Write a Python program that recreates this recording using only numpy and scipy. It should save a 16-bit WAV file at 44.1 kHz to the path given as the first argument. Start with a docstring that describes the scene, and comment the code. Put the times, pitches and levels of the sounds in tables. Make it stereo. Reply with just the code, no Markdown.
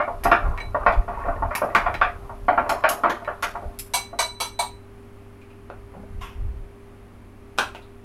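"""Wooden chopsticks beat batter in a ceramic bowl on a stone counter, in a small hard kitchen.
Knocks blend a noisy thud, ringing bowl modes and a rising plop; swarms of short sine bubbles squelch around them.
Filtered bursts make the sticks' clacks and the clinks' ticks; the sticks are tapped clean on a rim of ringing modes.
The bowl is moved aside and a plastic tray slaps down as noise bursts with decaying modes.
Beneath lie an appliance's wavering sine hum, filtered room noise and swelling puffs of air at the microphone."""
import sys
import numpy as np
from scipy import signal
from scipy.fft import rfft, irfft, next_fast_len
from scipy.io import wavfile

SR = 44100
rng = np.random.default_rng(int(sys.argv[2]) if len(sys.argv) > 2 else 0)


def generate_wav(signal):
    """Clip the signal to [-1, 1] and save it as 16-bit WAV at the path in sys.argv[1]."""
    frames = np.transpose(np.atleast_2d(signal))
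    scaled = np.clip(frames, -1, 1) * 32767
    pcm = np.round(scaled).astype(np.int16)
    wavfile.write(sys.argv[1], SR, pcm)


N = 354563
HIT = int(.6 * SR)  # samples in one hit
ROOM_T60_S, PORT_GAP_M = 0.23, 0.046  # usual room decay; spacing of the two microphone ports
SOUND_SPEED_M_S = 343


def undb(db):
    """Decibels to gain."""
    return 10 ** (np.asarray(db) / 20)


def level(x, db):
    """Set the rms level."""
    return x * undb(db) / np.sqrt(np.mean(x ** 2))


def blow(x, db):
    """Set the rms level of the first 30 ms of a hit, the same at both ports."""
    onset = x[..., :int(.03 * SR)]
    return x * undb(db) / np.sqrt(np.mean(onset ** 2, axis=-1, keepdims=True))


def fade(t60):
    """Exponential decay over the length of a hit, falling 60 dB in t60 seconds."""
    return np.exp(-np.log(1000) * np.arange(HIT) / SR / max(t60, 1e-4))


def add(out, s, x):
    """Mix a sound in at time s."""
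    i = int(np.clip(s * SR, 0, N - 1))
    out[:, i:i + x.shape[-1]] += x[..., :N - i]


def colour(x, points, tilt_db=0, pivot_hz=1000):
    """Causal filter through (Hz, dB) points, tilted by some dB an octave about a pivot."""
    hz, db = np.transpose(points)
    octave = np.log2(np.maximum(np.fft.rfftfreq(4096, 1 / SR), 1))
    db = db + tilt_db * np.log2(np.clip(hz, 500, 12000) / pivot_hz)
    # folding the cepstrum forward in time gives minimum phase
    cepstrum = irfft(np.log(undb(np.interp(octave, np.log2(hz), db))))
    cepstrum[1:2048] *= 2
    cepstrum[2049:] = 0
    response = irfft(np.exp(rfft(cepstrum)))
    return signal.fftconvolve(np.atleast_2d(x), response[None], axes=1)[:, :x.shape[-1]]


def diffuse(size):
    """Noise arriving from all sides at two closely spaced ports: alike in the bass, unrelated in the treble."""
    n = next_fast_len(size, True)
    likeness = np.sinc(2 * np.fft.rfftfreq(n, 1 / SR) * PORT_GAP_M / SOUND_SPEED_M_S)
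    shares = np.sqrt([(1 + likeness) / 2, (1 - likeness) / 2])
    mid, side = rfft(rng.standard_normal((2, n))) * shares
    return irfft([mid + side, mid - side], n)[:, :size]


def walk(rate, size=N):
    """Smooth random wander with a spread near 1, passing through rate new values a second."""
    knots = rng.standard_normal(400)
    return np.interp(np.arange(size) / SR * rate, np.arange(len(knots)), knots)


def room(x, wet_db, t60):
    """Direct sound, then dense reflections from the counter and tiles."""
    tail = diffuse(HIT) * fade(t60) * (1 - fade(0.014))
    response = tail * undb(wet_db) / np.sqrt(np.sum(tail ** 2) / 2)
    response[:, 0] += 1
    return signal.fftconvolve(np.atleast_2d(x), response, axes=1)[:, :x.shape[-1]]


def ring(modes, detune):
    """Decaying modes, a little different at each blow, each reaching the two ports out of step."""
    t = np.arange(HIT) / SR
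    out = 0
    for hz, db, t60 in modes:
        drift, size, angle = rng.standard_normal(3)
        # the lag grows with pitch up to a limit, and either port may lead
        most_lag = np.pi / 2.8 if hz < 7000 else np.pi / 4
        lag = min(np.pi * hz * PORT_GAP_M / SOUND_SPEED_M_S * .7, most_lag)
        lag = np.array([[1], [-1]]) * np.sign(angle) * lag
        tone = np.sin(2 * np.pi * hz * (1 + detune * drift) * t + lag)
        out = out + undb(db + 0.5 * size) * fade(t60) * tone
    return out


def contact(scrape_s):
    """One impulse and a chatter of slips; the longer the scrape, the more of the force is in the slips."""
    scrape_s = max(scrape_s, 1e-4)
    slips = rng.standard_normal(HIT) ** 3 * fade(scrape_s * np.log(1000))
    force = slips / np.linalg.norm(slips) * np.sqrt(scrape_s / 0.0022)
    force[0] += 1
    return force


def swell(start_s, attack_s, hold_s, t60):
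    """Envelope that rises, holds until hold_s after its start, then dies away."""
    t = np.arange(N) / SR - start_s
    rise = np.clip(t / max(attack_s, 1e-3), 0, 1)
    return rise * np.exp(-np.log(1000) * np.maximum(t - hold_s, 0) / max(t60, 1e-3))


# appliance hum lines: (frequency [Hz], mean level [dB rms])
HUM_LINES = [(100, -50), (200, -64), (237.5, -56.5), (285, -62.5), (399.5, -51.5)]
# the upper hum dips briefly: (time [s], half-width [s], depth [dB])
UPPER_HUM_DIP = (7.24, 0.16, -7.5)
# low rush of the motor: (frequency [Hz], relative level [dB])
RUSH_COLOUR = [(20, 5), (60, 5), (130, -12.5), (180, -7), (260, -7), (400, -9), (600, -26.5), (2000, -59)]
# soft room noise: (frequency [Hz], relative level [dB])
ROOM_COLOUR = [(260, -53.5), (450, -17), (484, -3.5), (723, -3.5), (835, -5.5), (1080, -5.5), (1200, -5),
               (1300, -8), (1690, -11), (2320, -11.5), (3890, -22), (4430, -22), (7880, -28),
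               (11000, -22.5), (14000, -32.5)]


def kitchen():
    """A wavering motor hum and its low rush, over soft room noise."""
    t = np.arange(N) / SR
    lines = []
    for hz, db in HUM_LINES:
        gain = np.sqrt(2) * undb(db + 1.5 * walk(4))
        lines.append(gain * np.sin(2 * np.pi * hz * t + .3 * walk(9)))
    dip_s, width_s, depth_db = UPPER_HUM_DIP
    dip = undb(depth_db * np.exp(-((t - dip_s) / width_s) ** 2))
    hum = sum(lines[:-1]) + lines[-1] * dip
    rush = level(colour(diffuse(N), RUSH_COLOUR), -47.0)
    room_noise = level(colour(diffuse(N), ROOM_COLOUR), -54.5)
    return hum + rush + room_noise * undb(.7 * walk(3))


# puffs of air from a passing arm: (peak time [s], relative level [dB], half-width [s])
AIR_PUFFS = [(0.27, -23, 0.036), (0.48, -18.5, 0.052), (0.679, -25.5, 0.032), (0.82, -24, 0.012),
             (0.895, -21, 0.011), (0.991, -15.5, 0.024), (1.3, -28, 0.094), (1.461, -25, 0.057),
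             (3.68, -24, 0.02), (6.18, -29, 0.065), (6.45, -25.5, 0.084), (6.61, -31.5, 0.054)]
# the light draught between puffs: (time [s], relative level [dB])
LIGHT_DRAUGHT = [(0, -49), (0.2, -34), (1.4, -34), (1.62, -56), (1.85, -29.5), (2.25, -34), (2.83, -42.5),
                 (2.97, -58), (3.7, -41.5), (4.1, -54), (5.4, -61), (5.8, -45.5), (7.3, -53.5), (8.04, -57)]
# air rumble alike at both ports: (frequency [Hz], relative level [dB])
RUMBLE_COLOUR = [(10, -25), (25, 5), (55, 4.5), (90, 1), (150, -14.5), (300, -27), (800, -41), (4000, -100)]
# slow eddies, different at each port: (frequency [Hz], relative level [dB])
SLOW_EDDY_COLOUR = [(10, -13), (30, 11.5), (60, -2.5), (110, -16), (220, -44), (800, -76), (4000, -120)]


def draught():
    """Puffs of air from the moving arms rumble in the ports; the slowest eddies differ between them."""
    t = np.arange(N) / SR
    puffs = sum(undb(db) * np.exp(-((t - s) / width_s) ** 2) for s, db, width_s in AIR_PUFFS)
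    breeze = undb(np.interp(t, *np.transpose(LIGHT_DRAUGHT)))
    shared = level(colour(rng.standard_normal(N), RUMBLE_COLOUR), 0)
    eddies = level(colour(rng.standard_normal((2, N)), SLOW_EDDY_COLOUR), 6)
    return level(shared + eddies, 1) * np.hypot(puffs, breeze)


# long sweeps of the sticks through the batter: (start [s], length [s], relative level [dB])
STICK_SWEEPS = [(0.418, 0.051, -32.5), (0.8, 0.052, -33.5), (1.095, 0.22, -33), (1.68, 0.19, -32.5),
                (2.643, 0.33, -39)]
SWEEP_ATTACK_S, SWEEP_T60_S = 0.011, 0.82
# the batter closes behind every knock: level relative to the knock, build-up, dying away
WAKE_DB, WAKE_ATTACK_S, WAKE_T60_S = -16, 0.006, 0.44


def stirring():
    """How hard the batter is worked: a wake behind each knock, the long sweeps, and steady churning."""
    wakes = sweeps = 0
    for s, db, _, _ in BATTER_KNOCKS:
        wake = swell(s, WAKE_ATTACK_S, WAKE_ATTACK_S, WAKE_T60_S)
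        wakes = wakes + (undb(db + WAKE_DB) * wake) ** 2
    for s, length_s, db in STICK_SWEEPS:
        sweep = swell(s, SWEEP_ATTACK_S, length_s, SWEEP_T60_S)
        sweeps = sweeps + (undb(db) * sweep) ** 2
    churn_db = -53
    return np.sqrt(wakes + sweeps + undb(churn_db) ** 2)


WHISK_END_S = 3.75  # no pocket opens after this, and the fizz dies away


def pockets(cycles, count):
    """Air pockets of all sizes, each ringing for some cycles and rising a little as it closes."""
    t = np.arange(HIT // 10) / SR
    bubbles = np.zeros((1, N))
    for when, size, strength in rng.random((count, 3)):
        hz = 420 * 4.5 ** size
        life_s = cycles / hz
        bubble = np.exp(-t / life_s) * np.sin(2 * np.pi * hz * t * (1 + .015 * t / life_s))
        add(bubbles, when * WHISK_END_S, undb(12 * strength ** 2) * bubble)
    return bubbles


# thick batter: (frequency [Hz], relative level [dB])
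SQUELCH_COLOUR = [(150, -17), (300, 3.5), (450, -10), (680, 1.5), (1200, 4), (1700, -3), (2600, 3),
                  (5000, -23), (16000, -78)]


def batter():
    """Many small pockets squelch in the thick batter and shake the bowl; a few longer-ringing ones plip."""
    folds = pockets(cycles=2.0, count=1300)
    squelch = level(colour(room(folds, wet_db=8.5, t60=ROOM_T60_S), SQUELCH_COLOUR), 0)
    murmur = signal.fftconvolve(ring(HELD_BOWL_MODES, detune=0.0054), folds, axes=1)[:, :N]
    murmur = level(colour(murmur, KNOCK_TONE), -4)
    plips = room(pockets(cycles=8, count=130), wet_db=0, t60=ROOM_T60_S)
    plips = level(colour(plips, SQUELCH_COLOUR), -1)
    return level(squelch + murmur + plips, -2.06) * stirring()


# tiny bubbles bursting on the beaten batter: (frequency [Hz], relative level [dB])
BUBBLE_COLOUR = [(2000, 0), (5000, -4), (8000, -9.5), (11300, -2.5), (13000, -7), (16000, -28)]
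FIZZ_DB, FIZZ_FOLLOW = -63.5, 0.091  # rms level; how closely it follows the stirring, 0-1


def fizz():
    """A fine wet crackle of spiky noise for as long as the batter is worked."""
    pops = colour(room(rng.standard_normal(N) ** 3, wet_db=3.5, t60=ROOM_T60_S), BUBBLE_COLOUR)
    whisking = swell(0, 0, WHISK_END_S, WAKE_T60_S)
    return level(pops * stirring() ** FIZZ_FOLLOW * whisking, FIZZ_DB)


HOLLOW_T60_S, HOLLOW_RISE_PER_S = 0.15, 0.52  # decay; share of its pitch gained each second


def hollow(hz):
    """The plop of a pocket in the batter, rising as it closes and passing hz after 15 ms."""
    t = np.arange(HIT) / SR
    return fade(HOLLOW_T60_S) * np.sin(2 * np.pi * hz * t * (1 + HOLLOW_RISE_PER_S * (t / 2 - .015)))


SECOND_STICK_S, SECOND_STICK_DB = .011, -5.5  # middle of the random delay; level under the first


def both_sticks(x):
    """The second stick repeats the blow of the first, never at quite the same distance."""
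    lag = int(np.clip(SECOND_STICK_S * rng.uniform(.5, 1.5) * SR, 1, HIT // 2))
    return x + undb(SECOND_STICK_DB) * np.pad(x, ((0, 0), (lag, 0)))[:, :HIT]


# knocks through the batter: (time [s], level [dB], brightness [dB/octave], pitch of the hollow opened [Hz])
BATTER_KNOCKS = [(0.001, -19.5, 0.5, 596), (0.078, -26, -6.5, 657), (0.253, -15.5, -1, 689),
                 (0.3153, -11, 4.5, 689.4), (0.45, -32.5, 3, 797), (0.746, -19.5, -2.5, 622),
                 (0.8635, -12.0, 3, 1082), (0.897, -25, -8, 864), (1.08, -28.5, -3.5, 700),
                 (1.254, -30.5, -5.5, 725), (1.283, -23, -5.5, 690), (1.423, -21.5, -4, 889),
                 (1.509, -27, 3, 606), (1.618, -20, -4, 616), (1.636, -24, -12, 687), (1.749, -14, 6, 1166),
                 (1.862, -19, 2.5, 720), (2.014, -13.5, 4.5, 1155), (2.295, -35.5, -3.5, 930),
                 (2.483, -13.5, -0.5, 732), (2.576, -15.5, -2, 1355), (2.66, -29.5, -4, 708),
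                 (2.693, -21.5, -1, 853), (2.714, -22, -5, 878), (2.839, -13.5, 3.5, 631),
                 (2.901, -24, 0.5, 625), (3.036, -16, 0.5, 1287), (3.058, -19.5, 0, 691),
                 (3.097, -26.5, -6, 1020), (3.219, -38, -5.5, 680), (3.276, -24.5, -0.5, 614),
                 (3.426, -22.5, 6.5, 1353), (3.551, -29.5, -2.5, 696), (3.623, -36.5, -15, 735),
                 (4.13, -35, -10, 680)]
# the held bowl, damped by batter: (frequency [Hz], relative level [dB], t60 [s])
HELD_BOWL_MODES = [(593, -1, 0.35), (623, -15.5, 0.23), (698, 1, 0.33), (913, 7, 0.12), (1136, 14, 0.077),
                   (1180, 1, 0.18), (1255, -6.5, 0.44), (1412, 15, 0.084), (1477, -6.5, 0.34),
                   (1858, 12.5, 0.061), (1990, -5.5, 0.28)]
# tone of the knocks: (frequency [Hz], relative level [dB])
KNOCK_TONE = [(100, -20.5), (250, -5.5), (450, -10), (540, -6), (670, 4), (790, 0), (900, 0), (1170, -0.5),
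              (1600, -6.5), (2400, -14.5), (3200, -29), (5000, -44.5), (9000, -77)]


def knocks():
    """Batter cushions the sticks; where it is thin the contact is harder and brighter."""
    out = np.zeros((2, N))
    for s, db, bright_db, hollow_hz in BATTER_KNOCKS:
        thud = room(contact(0.002), wet_db=11.0, t60=ROOM_T60_S)
        thud = blow(colour(both_sticks(thud), KNOCK_TONE, bright_db), 0)
        body = blow(colour(ring(HELD_BOWL_MODES, detune=.004), KNOCK_TONE, bright_db), 1.5)
        glug = blow(hollow(hollow_hz), -1.5)
        # the bowl and the batter take a moment to swing up
        swing = (body + glug) * (1 - fade(0.015))
        add(out, s, blow(thud + swing, db))
    return out


RING_RISE_S, RING_BLOOM_DB, RING_BLOOM_S = .09, 9, .13  # t60 of the rise; extra early level and its t60


def rim(modes):
    """The bowl's rim rings: a short bloom, then a long faint tail in which each mode flutters on its own."""
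    bell = 0
    for mode in modes:
        flutter = undb(2.5 * walk(60, size=HIT))
        bell = bell + ring([mode], detune=.0005) * flutter
    # it swells as the sticks chatter, drops quickly while they rest on the rim, then hangs on
    bell = bell * (1 - fade(RING_RISE_S)) * (1 + undb(RING_BLOOM_DB) * fade(RING_BLOOM_S))
    return level(bell, 0) + level(room(bell[0], wet_db=10, t60=ROOM_T60_S), -9)


# short bright clinks near 2 kHz, mostly the rocked bowl touching the saucer beside it; the one at 1.75 s lends
# a loud knock a short 2 kHz ring: # (time [s], level [dB], dull tick over the clink [dB], rim ring over the
# whole touch [dB])
SAUCER_NUDGES = [(0.236, -32, 4, -14), (0.577, -34.5, -3.5, -15), (0.603, -37.5, -5, 3.5),
                 (1.5517, -25.5, -1, -18), (1.75, -21, -3.5, -22), (1.942, -33, -10, -9),
                 (3.248, -40.5, 2, -12)]
# the saucer: (frequency [Hz], relative level [dB], t60 [s])
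SAUCER_RING = [(1870, 0, 0.03), (2193, 0, 0.029), (2353, -11, 0.07), (3930, -19, 0.064)]
HELD_RING, HELD_DULLING_DB = .6, -14  # a hand on the bowl shortens the ring (share) and dulls it (dB/octave)


def nudge():
    """Short clinks near 2 kHz, mostly china on china as the bowl shifts, each with a brief song of its hand-
    damped rim."""
    out = np.zeros((2, N))
    held = []
    for hz, gain_db, t60 in FREE_RIM_MODES[3:]:
        held.append((hz, gain_db + HELD_DULLING_DB * np.log2(hz / 1000), t60 * HELD_RING))
    for s, db, tick_db, rim_db in SAUCER_NUDGES:
        clink = blow(room(ring(SAUCER_RING, detune=0.00067)[0], wet_db=3.5, t60=0.14), 0)
        tick = room(contact(0.00077), wet_db=16, t60=0.26)
        tick = blow(colour(tick, SCUFF_TONE, tilt_db=-6.5), tick_db)
        add(out, s, blow(clink + tick, db) + blow(rim(held), db + rim_db))
    return out


# bare wood clacking: (time [s], relative treble level [dB], brightness [dB/octave], scrape time constant [s])
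STICK_CLACKS = [(0.238, -31, -3.5, 0.0022), (0.3158, -44.5, -17, 0.0015), (0.923, -51, -16, 0.0027),
                (1.5523, -29.5, 1, 0.0035), (1.75, -35.5, -13, 0.0066), (1.943, -50.5, -16.5, 0.00066),
                (2.694, -29.5, -9, 0.0022), (2.89, -23.5, -2, 0.0032), (3.097, -37, -13, 0.0022),
                (3.425, -30, -8.5, 0.0071), (3.789, -30.5, 0.5, 0.00095)]
# tone of bare wood: (frequency [Hz], relative level [dB])
CLACK_TONE = [(200, -40), (900, -20), (1800, -7.5), (3300, -4.5), (3900, -6), (5100, -0.5), (6300, -4.5),
              (7200, -3), (9200, -6), (11000, 5), (13000, -1.5), (16000, -22)]


def clacks():
    """Dry wood on wood: a sharp tick or a short skid that rattles about the bowl and lights up the room."""
    out = np.zeros((2, N))
    for s, db, bright_db, scrape_s in STICK_CLACKS:
        force = contact(scrape_s)
        in_bowl = room(force, wet_db=12, t60=0.12)
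        in_kitchen = room(force, wet_db=21, t60=0.29)
        rattle = undb(2.2 * walk(130, size=HIT))
        tick = (blow(in_bowl, 0) + blow(in_kitchen, -2.5)) * rattle
        add(out, s, colour(blow(tick, db + 3.5), CLACK_TONE, bright_db, pivot_hz=7000))
    return out


# taps on the rim: (time [s], stick clatter [dB], its brightness [dB/octave], thunk of the wall [dB],
# low ring [dB], high ring [dB], ring length [multiple of t60])
RIM_TAPS = [(3.937, -21.5, 1, -34, -26.5, -19.5, .9), (4.189, -20.5, -1.5, -28.5, -29, -20, 1.15),
            (4.402, -24, -1, -38.5, -40.5, -24, 1), (4.591, -24, -1.5, -25.5, -28, -24, .9)]
# the free bowl: wall mode, low rim pair, then the high rim modes, mostly in beating pairs:
# (frequency [Hz], relative level [dB], base t60 [s])
FREE_RIM_MODES = [(690, 0, .13), (944, -4, .17), (968, 0, .33), (2269, -6, .26), (2284, -8, .28),
                  (2845, -18, .25), (3976, 0, .36), (3988, -3, .4), (4040, -7, .18), (4724, -15, .22),
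                  (6060, -5, .2), (6080, -11, .3), (8260, -14, .16), (8457, -5, .31), (8475, -10, .27),
                  (11200, -7, .16)]
# tone of the stick clatter: (frequency [Hz], relative level [dB])
TAP_TONE = [(200, -29), (450, -15), (700, 2), (1150, -4.5), (1800, -12.5), (2600, -8), (4300, -4.5),
            (5300, -9.5), (6100, -4.5), (7000, -13.5), (8200, -6.5), (10000, -18.5), (11100, -9),
            (13000, -19), (16000, -32)]


def taps():
    """The two sticks chatter on the rim and the free bowl rings, longer the more cleanly they leave it."""
    out = np.zeros((2, N))
    for s, db, bright_db, wall_db, low_db, high_db, length in RIM_TAPS:
        chatter = room(contact(0.0036), wet_db=15, t60=0.22)
        clatter = blow(colour(both_sticks(chatter), TAP_TONE, bright_db), db)
        modes = [(hz, gain_db, t60 * length) for hz, gain_db, t60 in FREE_RIM_MODES]
        wall = blow(rim(modes[:1]), wall_db)
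        low_ring = blow(rim(modes[1:3]), low_db)
        high_ring = blow(rim(modes[3:]), high_db)
        add(out, s, clatter + wall + low_ring + high_ring)
    return out


# faint ticks of things being put away or settling: (time [s], level [dB], pitch [Hz])
SETTLING_TICKS = [(5.416, -55, 2460), (5.503, -56, 2560), (7.749, -44, 2700), (7.822, -57, 3800)]


def ticks():
    """Light ticks, each one very short mode heard mostly through the room."""
    out = np.zeros((2, N))
    for s, db, hz in SETTLING_TICKS:
        tick = ring([(hz, 0, .006)], detune=.005)[0]
        add(out, s, blow(room(tick, wet_db=11, t60=ROOM_T60_S), db))
    return out


# dishes handled on the counter:
# (time [s], level [dB], brightness [dB/octave], scrape time constant [s], ring over the slap [dB])
DISH_HITS = [(5.701, -37, -9.5, 0.02, -9), (5.939, -43.5, -16.5, 0.018, -19),
             (6.034, -47, -23.5, 0.0069, -3), (7.578, -39, 2, 0.015, -16),
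             (7.586, -18.5, -0.5, 0.0025, -2.5), (7.5936, -23.5, -1, 0.0029, -15),
             (7.626, -31.5, -3.5, 0.0057, 7), (7.749, -39, -7, 0.0068, -20)]
# the tray and bowl on the counter: (frequency [Hz], relative level [dB], t60 [s])
DISH_RING = [(635, -4, .2), (1030, -1, .1), (1260, 0, .08), (1420, 2, .13), (1500, 3, .18), (1604, 0, .24),
             (2385, -5, .28), (2560, -4, .24), (2821, -4, .2)]
# a dish slapping on stone: (frequency [Hz], relative level [dB])
SLAP_COLOUR = [(100, -22), (300, -11), (600, -4), (1000, -1), (1450, 2), (1750, -4), (2100, -9), (2500, -4),
               (3300, -9), (4300, -10), (6000, -15), (9000, -22), (12000, -23), (16000, -44)]
# the counter under the full bowl: (frequency [Hz], relative level [dB], t60 [s])
COUNTER_RING = [(175, 22, 0.2), (203.3, 19, 1), (258, 14, 1)]
BUMP_S, BUMP_DB = 5.965, -44.5


def dishes():
    """The bowl is set aside with a low bump; the tray lands edge first, slaps flat, rebounds and settles."""
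    out = np.zeros((2, N))
    for s, db, bright_db, scrape_s, ring_db in DISH_HITS:
        slap = room(contact(scrape_s), wet_db=1.5, t60=0.25)
        slap = blow(colour(slap, SLAP_COLOUR, bright_db), 0)
        body = blow(colour(ring(DISH_RING, detune=0.0053), SLAP_COLOUR, bright_db), ring_db)
        add(out, s, blow(slap + body, db))
    bump = ring(COUNTER_RING, detune=0.0023) * (1 - fade(0.042))
    add(out, BUMP_S, blow(bump, BUMP_DB))
    return out


# the tray scuffing as it is picked up: (frequency [Hz], relative level [dB])
SCUFF_TONE = [(200, -10), (650, -5), (950, 9), (1400, -0.5), (1900, -3), (2550, 5), (3500, -4.5),
              (4100, -16), (5600, -11.5), (9000, -22), (13000, -14), (16000, -41)]
SCUFF_S, SCUFF_SCRAPE_S, SCUFF_DB = 6.207, 0.026, -37  # time; scrape time constant; level


def scuff():
    """The plastic tray skids briefly on the stone: one scrape, mostly heard through the room."""
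    out = np.zeros((2, N))
    skid = colour(room(contact(SCUFF_SCRAPE_S), wet_db=35, t60=0.36), SCUFF_TONE)
    add(out, SCUFF_S, blow(skid, SCUFF_DB))
    return out


def scene():
    """Everything on the counter, over the sound of the room."""
    background = kitchen() + draught()
    whisking = batter() + fizz() + knocks() + nudge() + clacks()
    clearing_up = taps() + ticks() + dishes() + scuff()
    return background + whisking + clearing_up


def record(dry):
    """The recorder clips at full scale, then cuts the top above 15.8 kHz with a steep low-pass."""
    top_cut = signal.ellip(8, .2, 70, 15800, fs=SR, output="sos")
    return signal.sosfilt(top_cut, np.clip(dry, -1, 1))


dry = scene()
out = record(dry)
generate_wav(out)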